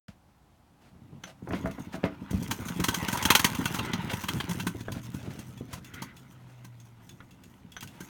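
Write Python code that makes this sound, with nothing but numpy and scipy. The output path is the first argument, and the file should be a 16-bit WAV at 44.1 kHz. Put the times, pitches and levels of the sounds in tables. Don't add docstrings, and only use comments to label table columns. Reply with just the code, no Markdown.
import sys
import numpy as np
from scipy import signal
from scipy.fft import rfft, irfft
from scipy.io import wavfile
from scipy.ndimage import uniform_filter1d, map_coordinates

SR = 44100
rng = np.random.default_rng(int(sys.argv[2]) if len(sys.argv) > 2 else 0)


def transcribe(signal):
    frames = np.atleast_2d(signal).T
    limited = np.clip(frames, -1, 1)
    pcm = np.round(limited * 32767).astype(np.int16)
    wavfile.write(sys.argv[1], SR, pcm)


N = 356769

# (time [s], speed [m/s], distance from the listener [m])
RIDE = [(.7, 0.23, 6.8), (1.15, 1.1, 5.3), (1.37, 0.53, 6), (1.55, 2.86, 2.9), (2.199, 1.84, 2.8),
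        (2.42, 3.03, 2.9), (3.05, 3.27, 1.34), (3.3, 1.7, 0.9), (3.549, 3.3, 1.68), (3.851, 2.7, 1.45),
        (4.5, 3.43, 2.48), (4.801, 2.3, 3.64), (5.3, 1.9, 3.9), (5.9, 1.15, 4.4), (6.7, 0.38, 3.17),
        (7.2, 0.99, 5.6), (7.58, 0.55, 4.3), (8.09, 0.95, 3.16)]
# (time [s], clack
# [dB], rattle [dB], thud [dB])
HARD_JOLTS = [(2.307, -48, -47.5, -32.5), (2.424, -62, -46.5, -41), (2.509, -31.5, -35, -36.5),
              (2.682, -41, -44, -41.5), (2.798, -39, -41.5, -38.5), (2.838, -28.5, -31.5, -36.5),
              (2.883, -27.5, -32.5, -27.5), (2.942, -32, -34, -48), (3.082, -32, -37, -32),
              (3.127, -36.5, -36.5, -30.5), (3.171, -38.5, -38.5, -36.5), (3.224, -34.5, -35.5, -36),
              (3.251, -26, -28.5, -26.5), (3.302, -17.5, -23.5, -29.5), (3.317, -26, -39.5, -46),
              (3.35, -18, -22, -33), (3.393, -27.5, -31, -35), (3.443, -21.5, -25.0, -27),
              (3.547, -39.5, -42.5, -37.5), (3.654, -29, -35.5, -32), (3.743, -36, -40.0, -34.5),
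              (3.789, -33, -45.5, -34), (3.932, -33.5, -41, -31), (4.096, -37.5, -57, -53),
              (4.132, -36, -44, -32), (4.236, -38.5, -45.5, -39), (4.284, -30.5, -38.5, -39),
              (4.4, -32.5, -46.5, -42), (4.491, -44, -43.5, -35), (4.509, -39, -43.5, -36),
              (4.597, -37, -44.5, -39), (4.666, -33, -39, -30.5), (4.803, -51, -53, -43),
              (4.917, -45, -45.5, -37), (5.142, -52, -53.5, -32.5), (5.388, -52, -50, -39.5),
              (5.728, -43.0, -44.5, -39.5), (5.936, -49, -51.5, -43), (6.018, -41.0, -44.5, -38.5),
              (6.644, -55, -56, -51), (7.824, -45.5, -47.5, -44), (8.003, -48, -50, -42)]
# (time [s], relative knock [dB], relative boom [dB], knock low-pass [Hz])
RAMP_HITS = [(1.473, -29.5, -37, 1270), (1.507, -24, -42, 1770), (1.533, -20, -40, 4870),
             (1.641, -27, -30, 900), (1.657, -22.5, -27, 2000), (1.78, -29, -48, 1700),
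             (1.941, -26, -72, 1900), (2.032, -28, -48, 2000), (2.039, -12.5, -23, 3930),
             (2.331, -24, -20.5, 920)]
# (time [s], level [dB])
DECK_THUMPS = [(1.015, -50), (1.128, -46.5), (1.42, -39.5), (3.593, -31.5), (3.985, -32), (4.035, -42),
               (4.33, -34), (4.435, -38), (4.546, -37), (4.746, -37.5), (4.961, -36), (5.272, -34.5),
               (5.605, -36.5), (7.642, -47.5), (7.843, -45)]
# (time [s], relative level [dB], low-pass [Hz])
STEERING_KNOCKS = [(1.236, -28.5, 7500), (4.882, -23, 750), (7.203, -36.5, 1920), (7.765, -28.5, 7000)]
# (time [s], level [dB])
BRAKE_CLINKS = [(1.61, -60), (1.71, -53), (5.04, -57.5), (5.574, -55), (5.844, -52), (6.165, -55),
                (6.799, -58.5), (7.091, -52), (7.308, -59.5), (7.435, -57), (7.718, -53), (7.806, -46),
                (7.873, -51.5)]
# (time [s], relative level [dB], length [s])
SCUFFS = [(0.777, -67, 0.15), (1.25, -58, 0.088), (1.501, -56, 0.13), (1.918, -48.5, 0.057),
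          (4.098, -40.5, 0.031), (5.099, -57, 0.39), (4.938, -49.5, 0.067), (5.681, -53.5, 0.12),
          (6.322, -70.5, 0.39), (7.79, -65.5, 0.31)]
# (time [s], level [dB], length [s])
SKIDS = [(3.6, -43.5, 0.7), (5.761, -52, .42)]
# (time [s], pitch [Hz], level [dB])
HUM = [(4.3, 102, -90), (4.58, 106, -39), (5.15, 122, -44.5), (6.25, 130, -55.5), (6.68, 120, -47),
       (7.6, 100, -69)]
# (frequency [Hz], time to fall 60 dB [s])
GARDEN_DECAY = [(150, 0.35), (800, 0.11), (3000, 0.097), (14000, 0.14)]

# (frequency [Hz], width [Hz], relative level [dB])
FRAME_MODES = [(946, 360, -4), (1320, 100, -11), (1527, 42, 0.5), (2026, 170, -11), (2710, 26, -8),
               (3230, 150, -8), (4075, 62, 0), (4565, 100, -2.5), (9140, 150, -6)]
DECK_MODES = [(105, 22, -2.5), (175, 24, 0)]
WHEEL_MODES = [(952, 90, -2), (1460, 120, -8.5), (2037, 200, -5.5), (3180, 960, -10.5)]
PLYWOOD_MODES = [(287.7, 14, 3), (540, 58, -12), (662, 30, 4.5), (2100, 160, 0.5)]
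TUBE_MODES = [(1530, 240, 2), (2150, 70, -3), (3290, 74, 1), (6010, 80, 6.5)]
BRAKE_MODES = [(2700, 47, -6), (3400, 49, -2.5), (6630, 120, -2.5)]

# (frequency [Hz], relative level [dB])
CLACK_EQ = [(150, -12), (400, -1.5), (680, -11), (900, 1.5), (1600, 1.5), (3300, 3.5), (4500, -11),
            (5400, -20.5), (9000, -24)]
RATTLE_EQ = [(2500, -19), (4900, -3.5), (6400, 6), (7600, -3.5), (8700, -1.5), (10400, -4), (15000, -2.5),
             (17500, -10)]
DECK_EQ = [(25, -51.5), (50, -17.5), (80, -3), (130, -3), (230, -2), (320, -9), (480, -19.5), (1000, -36.5),
           (5000, -71.5)]
TREAD_EQ = [(200, -6.5), (400, 0.5), (680, -3), (950, -5.5), (1300, 4.5), (2200, -1.5), (3400, -3),
            (5000, -16), (9000, -32.5)]
PLYWOOD_EQ = [(90, -18.5), (190, 2), (290, -0.5), (420, -9), (800, -12.5), (1400, -15), (3000, -24.5),
              (5500, -30.5), (9000, -65)]
BOOM_EQ = [(25, -65), (55, -5.5), (90, 5.5), (125, -1.5), (200, 2), (500, -49.5), (4000, -103)]
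TUBE_EQ = [(150, 2), (600, 0.5), (1500, 0.5), (3700, -0.5), (4900, -11.5), (6500, -2), (7400, -16),
           (16000, 0.5)]
CLINK_EQ = [(700, -9.5), (2600, 2), (17000, -9)]
SOLE_EQ = [(250, -12.5), (650, 10.5), (1050, -3), (1400, 2), (2700, -2), (6500, -11), (16000, -25)]
WIND_EQ = [(20, -30), (50, 0.5), (90, -2), (280, -9), (450, -18), (800, -12), (1670, -23.5), (5000, -31.5),
           (17000, -38)]

# (level at 1 m/s and 1 m [dB], gain per tenfold speed [dB], loss per tenfold distance [dB])
RUMBLE_LAW, TREAD_LAW, RING_LAW = (-50, 26, 5.3), (-44, 14.7, 34), (-43, 15, 43.6)
GRIT_LAW, SEAM_LAW, CRACKLE_LAW = (-52, 20, 29.7), (-40, 17, 25), (-59, 32, 29)
RAMP_END_S = 2.3
TIME = np.arange(N) / SR


def hard_jolts():
    out = np.zeros(N)
    for s, clack_db, rattle_db, thud_db in HARD_JOLTS:
        _, metres = ride(s)
        chatter_s = .0019 + .0011 * metres
        shaded_eq = [(hz, db + leg_shadow(s) * (hz > 7300)) for hz, db in RATTLE_EQ]
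        frame = body(CLACK_EQ, varied(FRAME_MODES, scatter_db=4), ring_db=11.5)
        steel = body(shaded_eq, varied(FRAME_MODES, scatter_db=3), ring_db=11)
        deck = body(DECK_EQ, varied(DECK_MODES, scatter_db=4, detune=.06))
        clack = blow(frame, chatter_s, settle_db=3.5, settle_s=.01, spread_db=5)
        rattle = blow(steel, chatter_s, settle_db=7, settle_s=.013, spread_db=6)
        thud = blow(deck, chatter_s=.0035, settle_db=-17, settle_s=.023, spread_db=1)
        add(out, s, amp(clack_db) * clack + amp(rattle_db) * rattle + amp(thud_db) * thud)
    return out


def seam_hits(brick_m=.21, scatter_m=.015, scatter_db=4.5):
    t = TIME[round(RAMP_END_S * SR):]
    speed, _ = ride(t)
    travel_m = np.cumsum(speed) / SR
    offset, depth = rng.standard_normal((120, 2)).T
    seam_m = brick_m * np.arange(1, len(offset) + 1) + scatter_m * offset
    deep_m = np.interp(np.transpose(HARD_JOLTS)[0], t, travel_m)
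    gap_m = np.abs(seam_m[:, None] - deep_m).min(axis=1)
    struck = (gap_m > brick_m / 2) & (seam_m < travel_m[-1])
    times = np.interp(seam_m, travel_m, t)
    levels = loudness(SEAM_LAW, times) + scatter_db * depth
    return zip(times[struck], levels[struck])


def shallow_joints():
    jolts = np.zeros(N)
    for s, db in seam_hits():
        add(jolts, s, amp([db]))
    shaking = through(jolts, np.exp(-TIME[:SR // 10] / .0023)) * grains(N, spread_db=7.5)
    wheel = body(CLACK_EQ, WHEEL_MODES, ring_db=13.5)
    steel = body(RATTLE_EQ, FRAME_MODES, ring_db=10)
    return through(shaking, wheel + amp(-24) * steel + amp(3) * body(DECK_EQ))


def rolling():
    bumps = amp(2.5 * wobble(55))
    pebbles = ticks(rate=300, spread_db=4, fade_s=.002)
    knocks = ticks(rate=30, spread_db=2.5, fade_s=.012)
    speed, _ = ride(TIME)
    hopping = np.clip(speed / 3, 0, 1)
    shaking = (1 - hopping + hopping * knocks) * rng.standard_normal(N)
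    rumble = unit(through(shaking, body(DECK_EQ, DECK_MODES)))
    contact = np.sqrt(bumps) * (2 + pebbles) * grains(N, spread_db=3.5)
    tread = through(contact, body(TREAD_EQ, WHEEL_MODES[1:], ring_db=7.5))
    crunch = amp(4.5 * wobble(22)) * (1 + pebbles) * grains(N, spread_db=7)
    grit = through(crunch, body(RATTLE_EQ, FRAME_MODES, ring_db=-7.5))
    ring = wheel_ring(bumps * grains(N, spread_db=3.5))
    tread, grit = patchy(tread, depth_db=3.5), patchy(grit, depth_db=4)
    on_ramp = TIME < RAMP_END_S
    rumble *= amp(loudness(RUMBLE_LAW, TIME) - 1.5 * on_ramp)
    tread *= amp(loudness(TREAD_LAW, TIME) - 4 * on_ramp)
    ring *= amp(loudness(RING_LAW, TIME))
    grit *= amp(loudness(GRIT_LAW, TIME) - 10.5 * on_ramp + leg_shadow(TIME))
    return rumble + tread + ring + grit


def wheel_ring(shaking):
    hz, width, _ = min(WHEEL_MODES)
    swell = through(shaking, np.exp(-np.pi * width * TIME[:SR // 20]))
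    pitch_hz = hz * (1 + .04 * wobble(11))
    return unit(swell * np.sin(2 * np.pi * np.cumsum(pitch_hz) / SR))


def ramp():
    out, hollow, steel = np.zeros(N), body(BOOM_EQ), body(RATTLE_EQ, FRAME_MODES, ring_db=13.5)
    for s, knock_db, boom_db, cutoff_hz in RAMP_HITS:
        board = body(PLYWOOD_EQ, varied(PLYWOOD_MODES, scatter_db=2), ring_db=4)
        knock = blow(dulled(board, cutoff_hz), chatter_s=.0012, settle_db=-3.5, settle_s=.025, spread_db=2)
        boom = blow(hollow, chatter_s=.0041, settle_db=-8.5, settle_s=.024, spread_db=-.5)
        rattle = blow(steel, chatter_s=.006, settle_db=-8, settle_s=.02, spread_db=4)
        add(out, s, amp(knock_db - 10) * knock + amp(boom_db - 5) * boom)
        add(out, s + .012, amp(-59) * rattle)
    return out


def deck_thumps():
    out, deck = np.zeros(N), body(DECK_EQ, DECK_MODES)
    for s, db in DECK_THUMPS:
        add(out, s, amp(db) * blow(deck, chatter_s=.004, settle_db=-3, settle_s=.012, spread_db=3))
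    return out


def steering_knocks():
    out = np.zeros(N)
    for s, db, cutoff_hz in STEERING_KNOCKS:
        tube = dulled(body(TUBE_EQ, varied(TUBE_MODES, scatter_db=3), ring_db=11), cutoff_hz)
        knock = blow(tube, chatter_s=.0012, settle_db=9, settle_s=.0076, spread_db=10.5)
        add(out, s, amp(db - 13) * knock)
    return out


def brake_clinks():
    out = np.zeros(N)
    for s, db in BRAKE_CLINKS:
        blade = body(CLINK_EQ, varied(BRAKE_MODES, scatter_db=3), ring_db=16)
        add(out, s, amp(db) * blow(blade, chatter_s=.0027, settle_db=1, settle_s=.018, spread_db=10.5))
    return out


def grit_crackle():
    pops = ticks(rate=70, spread_db=4.5, fade_s=.0006) * rng.standard_normal(N)
    level_db = loudness(CRACKLE_LAW, TIME) + leg_shadow(TIME)
    return amp(level_db) * (TIME > RAMP_END_S) * through(pops, body(CLINK_EQ))


def skids():
    out = np.zeros(N)
    for s, db, length_s in SKIDS:
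        stroke = np.hanning(int(length_s * SR))
        add(out, s, amp(db) * stroke * grains(len(stroke), spread_db=4))
    grip = unit(amp(4 * wobble(20)))
    return through(out * grip, body(TREAD_EQ, WHEEL_MODES[1:3], ring_db=19))


def shoe_scuffs():
    out = np.zeros(N)
    for s, db, length_s in SCUFFS:
        stroke = np.sqrt(np.hanning(int(length_s * SR)))
        add(out, s, amp(db) * stroke * grains(len(stroke), spread_db=5.5))
    grip = amp(2.8 * wobble(90))
    grit = body(RATTLE_EQ, FRAME_MODES, ring_db=18.5)
    return through(out * grip, amp(3.5) * body(SOLE_EQ) + amp(-20.5) * grit)


def garden_reverb(x, predelay_s=.012):
    hz, t, noise = signal.stft(rng.standard_normal(SR // 2), SR, nperseg=256)
    decay = amp(-60 * t / along(GARDEN_DECAY, hz)[:, None])
    tail = signal.istft(noise * decay, SR, nperseg=256)[1]
    return through(x, np.pad(tail / np.linalg.norm(tail), (int(predelay_s * SR), 0)))


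def wind():
    gusts = amp(wobble(1.8))
    return amp(-62) * gusts * through(rng.standard_normal(N), body(WIND_EQ))


def hum():
    hum_hz, hum_db = curves(HUM, TIME)
    speed, _ = ride(TIME)
    dip_db = np.abs(3 * speed * wobble(20))
    phase = 2 * np.pi * np.cumsum(hum_hz + wobble(7.9)) / SR
    return amp(hum_db - dip_db) * np.sqrt(2) * np.sin(phase)


def opening_thump():
    out = np.zeros(N)
    thump = blow(body(BOOM_EQ), chatter_s=.003, settle_db=-14, settle_s=.012, spread_db=3)
    rustle = blow(body(SOLE_EQ), chatter_s=.001, settle_db=-5, settle_s=.025, spread_db=3)
    add(out, .083, amp(-43.5) * thump + amp(-53) * rustle)
    return out


def ride(s):
    return curves(RIDE, s)


def loudness(law, s):
    db, per_speed, per_distance = law
    speed, metres = ride(s)
    return db + per_speed * np.log10(speed) - per_distance * np.log10(metres)


def leg_shadow(s, start_s=3.78, end_s=4.15, ease_s=.13):
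    return -9.5 * np.clip(np.minimum(s - start_s, end_s - s) / ease_s, 0, 1)


def body(eq, modes=(), ring_db=0, size=8192):
    hz = np.fft.rfftfreq(size, 1 / SR)
    peaks = sum(amp(db + ring_db) ** 2 / (1 + (2 * (hz - f) / width) ** 2) for f, width, db in modes)
    magnitude = amp(along(eq, hz)) * np.sqrt(1 + peaks)
    cepstrum = irfft(np.log(magnitude))
    response = irfft(np.exp(rfft(2 * cepstrum[:size // 2], size)))
    return response / np.linalg.norm(response)


def varied(modes, scatter_db, detune=.016):
    chance = rng.standard_normal((len(modes), 2))
    return [(hz * (1 + detune * bend), width, db + scatter_db * lift)
            for (hz, width, db), (bend, lift) in zip(modes, chance)]


def blow(response, chatter_s, settle_db, settle_s, spread_db):
    t = TIME[:SR // 5]
    burst = t / chatter_s * np.exp(1 - t / chatter_s)
    settling = amp(settle_db) * np.exp(-t / settle_s) * (1 - np.exp(-t / chatter_s))
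    sound = signal.fftconvolve((burst ** 2 + settling) * grains(len(t), spread_db), response)
    return sound / np.sqrt(np.mean(sound[:SR // 50] ** 2))


def grains(count, spread_db):
    return unit(rng.standard_normal(count) * amp(spread_db * np.clip(rng.standard_normal(count), -2, 2)))


def ticks(rate, spread_db, fade_s):
    hits = rng.random(N) < rate / SR
    strength = amp(spread_db * np.clip(rng.standard_normal(N), -2, 2))
    return unit(through(hits * strength, np.exp(-TIME[:SR // 20] / fade_s)))


def patchy(x, depth_db):
    bands = signal.stft(x, nperseg=512)[2]
    patches = uniform_filter1d(rng.standard_normal(bands.shape), size=4, axis=0)
    patches = uniform_filter1d(patches, size=7, axis=1)
    return unit(signal.istft(bands * amp(depth_db * unit(patches)), nperseg=512)[1][:N])


def wobble(rate):
    return map_coordinates(rng.standard_normal(int(N * rate / SR) + 4), [TIME * rate])


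def curves(rows, s):
    times, *columns = np.transpose(rows)
    return [np.interp(s, times, column) for column in columns]


def along(points, hz):
    frequencies, values = np.transpose(points)
    return np.interp(np.log(hz + 1), np.log(frequencies + 1), values)


def dulled(x, cutoff_hz):
    return signal.lfilter(*signal.butter(2, cutoff_hz, fs=SR), x)


def through(x, response):
    return signal.fftconvolve(x, response)[:N]


def add(track, s, sound):
    part = track[round(s * SR):][:len(sound)]
    part += sound[:len(part)]


def amp(db):
    return 10 ** (np.asarray(db) / 20)


def unit(x):
    return x / np.sqrt(np.mean(x ** 2) + 1e-20)


def scene():
    scooter = hard_jolts() + shallow_joints() + ramp() + deck_thumps() + steering_knocks()
    scooter += brake_clinks() + shoe_scuffs() + skids() + rolling() + grit_crackle()
    _, metres = ride(TIME)
    reverb = amp(-19.5) * garden_reverb(scooter * metres ** .7)
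    return (scooter + reverb + wind() + hum() + opening_thump())[None]


def record(dry, start_s=.082, top_hz=17400):
    gated = dry * (TIME > start_s)
    passband = np.fft.rfftfreq(N, 1 / SR) < top_hz
    return irfft(rfft(gated) * passband, N)


dry = scene()
out = record(dry)
transcribe(out)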